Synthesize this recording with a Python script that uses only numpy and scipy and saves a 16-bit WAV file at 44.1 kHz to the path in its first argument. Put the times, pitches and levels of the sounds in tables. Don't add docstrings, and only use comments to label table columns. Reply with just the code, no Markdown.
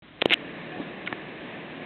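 import sys
import numpy as np
from scipy import signal
from scipy.fft import rfft, irfft
from scipy.io import wavfile
from scipy.ndimage import uniform_filter1d

SR = 44100
rng = np.random.default_rng(int(sys.argv[2]) if len(sys.argv) > 2 else 0)


def transcribe(signal):
    frames = np.atleast_2d(signal).T
    limited = np.clip(frames, -1, 1)
    pcm = np.round(limited * 32767).astype(np.int16)
    wavfile.write(sys.argv[1], SR, pcm)


N = 81585
T = np.arange(N) / SR

# pitch in Hz, relative level in dB, ring time in seconds.
# A ring time (t60) is how long a tone takes to fade by 60 dB.
CASE_TONES = [(330, -7, 0.016), (693, 5.5, 0.02), (1615, -10, 0.0065)]


def locomotive():
    # multiple of the firing rate, average level in dB.
    engine_tones = [(3, -60.5), (4, -56), (7, -62), (8, -51.5), (9, -52), (11, -56.5), (18, -60)]
    firing_hz, waver_db = 39.7, 3
    firings = np.cumsum(firing_hz * (1 + .0042 * drift(7.73))) / SR
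    drone = 0
    for multiple, db in engine_tones:
        tone = np.sin(2 * np.pi * (multiple * firings + rng.random()))
        drone += level(tone * undb(waver_db * drift(10.2)), db)
    whine = level(np.sin(2 * np.pi * 726 * T), db=-40) * swell(at=.752, spread_s=.018)
    return drone + whine


def wheels_and_fans():
    # frequency in Hz, relative level in dB.
    rush_spectrum = [(30, -29.5), (80, -24), (130, -9.5), (190, 0.5), (300, 0), (400, -5.5), (580, -4),
                     (900, -12), (1080, -9.5), (1380, -17), (1750, -11), (2050, -10.5), (2500, -10.5),
                     (3200, -18), (4000, -21)]
    steady, rush = noise(rush_spectrum), 0
    for octave in range(9):
        band = shaped(steady, lambda f: np.maximum(1 - np.abs(np.log2(f / 30) - octave), 0))
        rush += band * undb(.5 * drift(21.62))
    rail_hz, half_width_hz = 1740, 135
    rails = shaped(rng.standard_normal(N), lambda f: 1 / (1 + ((f - rail_hz) / half_width_hz) ** 2))
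    rails *= undb(1.5 * drift(19.8))
    return level(rush, db=-39.5) + level(rails, db=-50.5)


def rumble():
    # frequency in Hz, relative level in dB.
    rumble_spectrum = [(60, -27), (170, -3), (300, -5.5), (700, -9.5), (1400, -31), (4000, -23.5)]
    return level(noise(rumble_spectrum), db=-36.5) * swell(at=.816, spread_s=.037)


def clicks():
    # start in seconds, peak level in dB, pitch in Hz, ring time in seconds.
    contacts = [(0.2125, -22.5, 2770, 0.0025), (0.2176, -4.5, 2560, 0.0027), (0.2209, -5, 3300, 0.0024),
                (0.2224, -9, 1870, 0.0026), (.2252, -27, 3300, .003), (0.2558, -12, 2500, 0.0024),
                (0.258, -7.5, 3130, 0.0027), (0.259, -10, 3000, 0.0015), (0.2989, -13, 2770, 0.0025),
                (0.3081, -6, 2390, 0.0038), (0.31, -14.5, 2300, .003), (0.3208, -12, 2620, 0.0042),
                (0.3244, -5, 2700, .0025), (0.3307, -2.5, 2450, 0.0032), (0.3369, -.5, 2900, 0.0037),
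                (0.3411, -4.5, 2800, 0.0043), (1.0632, -26.5, 3000, 0.0079), (1.1272, -15.5, 1770, 0.0044),
                (1.1289, -21, 1750, 0.011)]
    return sum(peak(tick(start, hz, t60), db) + peak(strike(start, CASE_TONES), db - 29)
               for start, db, hz, t60 in contacts)


def knocks():
    # start in seconds, peak level in dB, pitch in Hz, ring time in seconds.
    taps = [(0.2224, -12, 474, 0.0065), (.2579, -5, 370, 0.0081), (0.3093, -19.5, 404, 0.0065),
            (.3150, -21.5, 340, 0.021), (0.7998, -22.5, 279, 0.067), (1.1274, -20.5, 740, .004),
            (1.1282, -23.5, 250, 0.01)]
    push = swell(at=T[200], spread_s=.0001875)[:400]
    out = 0
    for start, db, hz, t60 in taps:
        movement = signal.fftconvolve(-ring(start, hz, t60), push, "same")
        out += peak(np.gradient(movement), db)
    return out


def scrapes():
    # start in seconds, end in seconds, average level in dB, pitch in Hz.
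    strokes = [(.313, 0.336, -20.5, 2150), (.284, .304, -45, 3000), (1.066, 1.07, -36, 1700)]
    slips_per_s, scatter_db = 990, 2.5
    out = 0
    for start, end, db, hz in strokes:
        gap_luck, force_luck = rng.standard_normal((80, 2)).T
        times = start + np.cumsum(np.exp(.43 * gap_luck)) / slips_per_s
        forces = undb(scatter_db * force_luck) * (times < end)
        slips = np.bincount((times * SR).astype(int), forces, N)[:N]
        one_slip = tick(0, hz, t60=.0033) + undb(-27.5) * strike(0, CASE_TONES)
        rub = signal.fftconvolve(slips, one_slip)[:N]
        out += level(rub, db) * np.sqrt((end - start) / (N / SR))
    return out


def creak():
    # pitch in Hz, relative level in dB, ring time in seconds.
    plastic_tones = [(1470, -6.5, 0.038), (2140, 9.5, 0.014), (2800, -11.5, 0.016)]
    start_s, gap_s = 1.074, .002136
    return peak(.5 * strike(start_s, plastic_tones) + strike(start_s + gap_s, plastic_tones), db=-14.5)


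def camera_noise():
    # frequency in Hz, relative level in dB.
    hiss_spectrum = [(30, -3.5), (200, 10), (450, -2), (1200, -4.5), (2500, -5), (4000, -7.5)]
    return level(noise(hiss_spectrum), db=-47) + level(np.sin(2 * np.pi * 60 * T), db=-65.5)


def ring(start, hz, t60):
    age = np.maximum(T - start, 0)
    return np.sin(2 * np.pi * hz * age) * np.exp(-np.minimum(np.log(1000) * age / t60, 60))


def tick(start, hz, t60):
    return np.gradient(ring(start, hz, t60)) * SR / (2 * np.pi * hz)


def strike(start, tones):
    return sum(undb(db) * tick(start, hz, t60) for hz, db, t60 in tones)


def undb(db):
    return 10 ** (np.asarray(db) / 20)


def level(x, db):
    return x * undb(db) / np.sqrt(np.mean(x ** 2))


def peak(x, db):
    return x * undb(db) / np.max(np.abs(x))


def swell(at, spread_s):
    return np.exp(-.5 * ((T - at) / spread_s) ** 2)


def drift(per_second):
    hold = int(SR / per_second)
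    steps = np.repeat(rng.standard_normal(400), hold)[:N]
    return 1.3 * uniform_filter1d(uniform_filter1d(steps, hold), hold)


def shaped(x, gain):
    hz = np.arange(N + 1) * SR / (2 * N) + 1e-6
    return irfft(rfft(x, 2 * N) * gain(hz))[:N]


def noise(spectrum):
    hz, db = np.array(spectrum).T
    return shaped(rng.standard_normal(N), lambda f: undb(np.interp(np.log(f), np.log(hz), db)))


def scene():
    # time in seconds, street volume in dB (0 is full).
    fade_in = [(.15, -18.5), (.2, -9), (.28, -2), (.37, -0.5), (.45, 0), (1.85, 0)]
    times, db = np.array(fade_in).T
    street = (wheels_and_fans() + locomotive() + rumble()) * undb(np.interp(T, times, db))
    background = camera_noise()
    return (street + clicks() + knocks() + scrapes() + creak() + background)[None]


def record(dry):
    on_s, peak_limit = .022, .68
    bass_hz, treble_hz, rolloff_hz, top_hz = 77, 3614, 314, 15900
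    bass_cut = signal.butter(1, bass_hz, "high", fs=SR, output="sos")
    thin = signal.sosfilt(bass_cut, dry[0] * (T > on_s))
    narrow = shaped(thin, lambda f: np.exp(-.5 * (np.maximum(f - treble_hz, 0) / rolloff_hz) ** 2))
    overloaded = np.clip(narrow, -peak_limit, peak_limit)
    top_cut = signal.ellip(8, .2, 70, top_hz, fs=SR, output="sos")
    return signal.sosfilt(top_cut, overloaded)[None]


dry = scene()
out = record(dry)
transcribe(out)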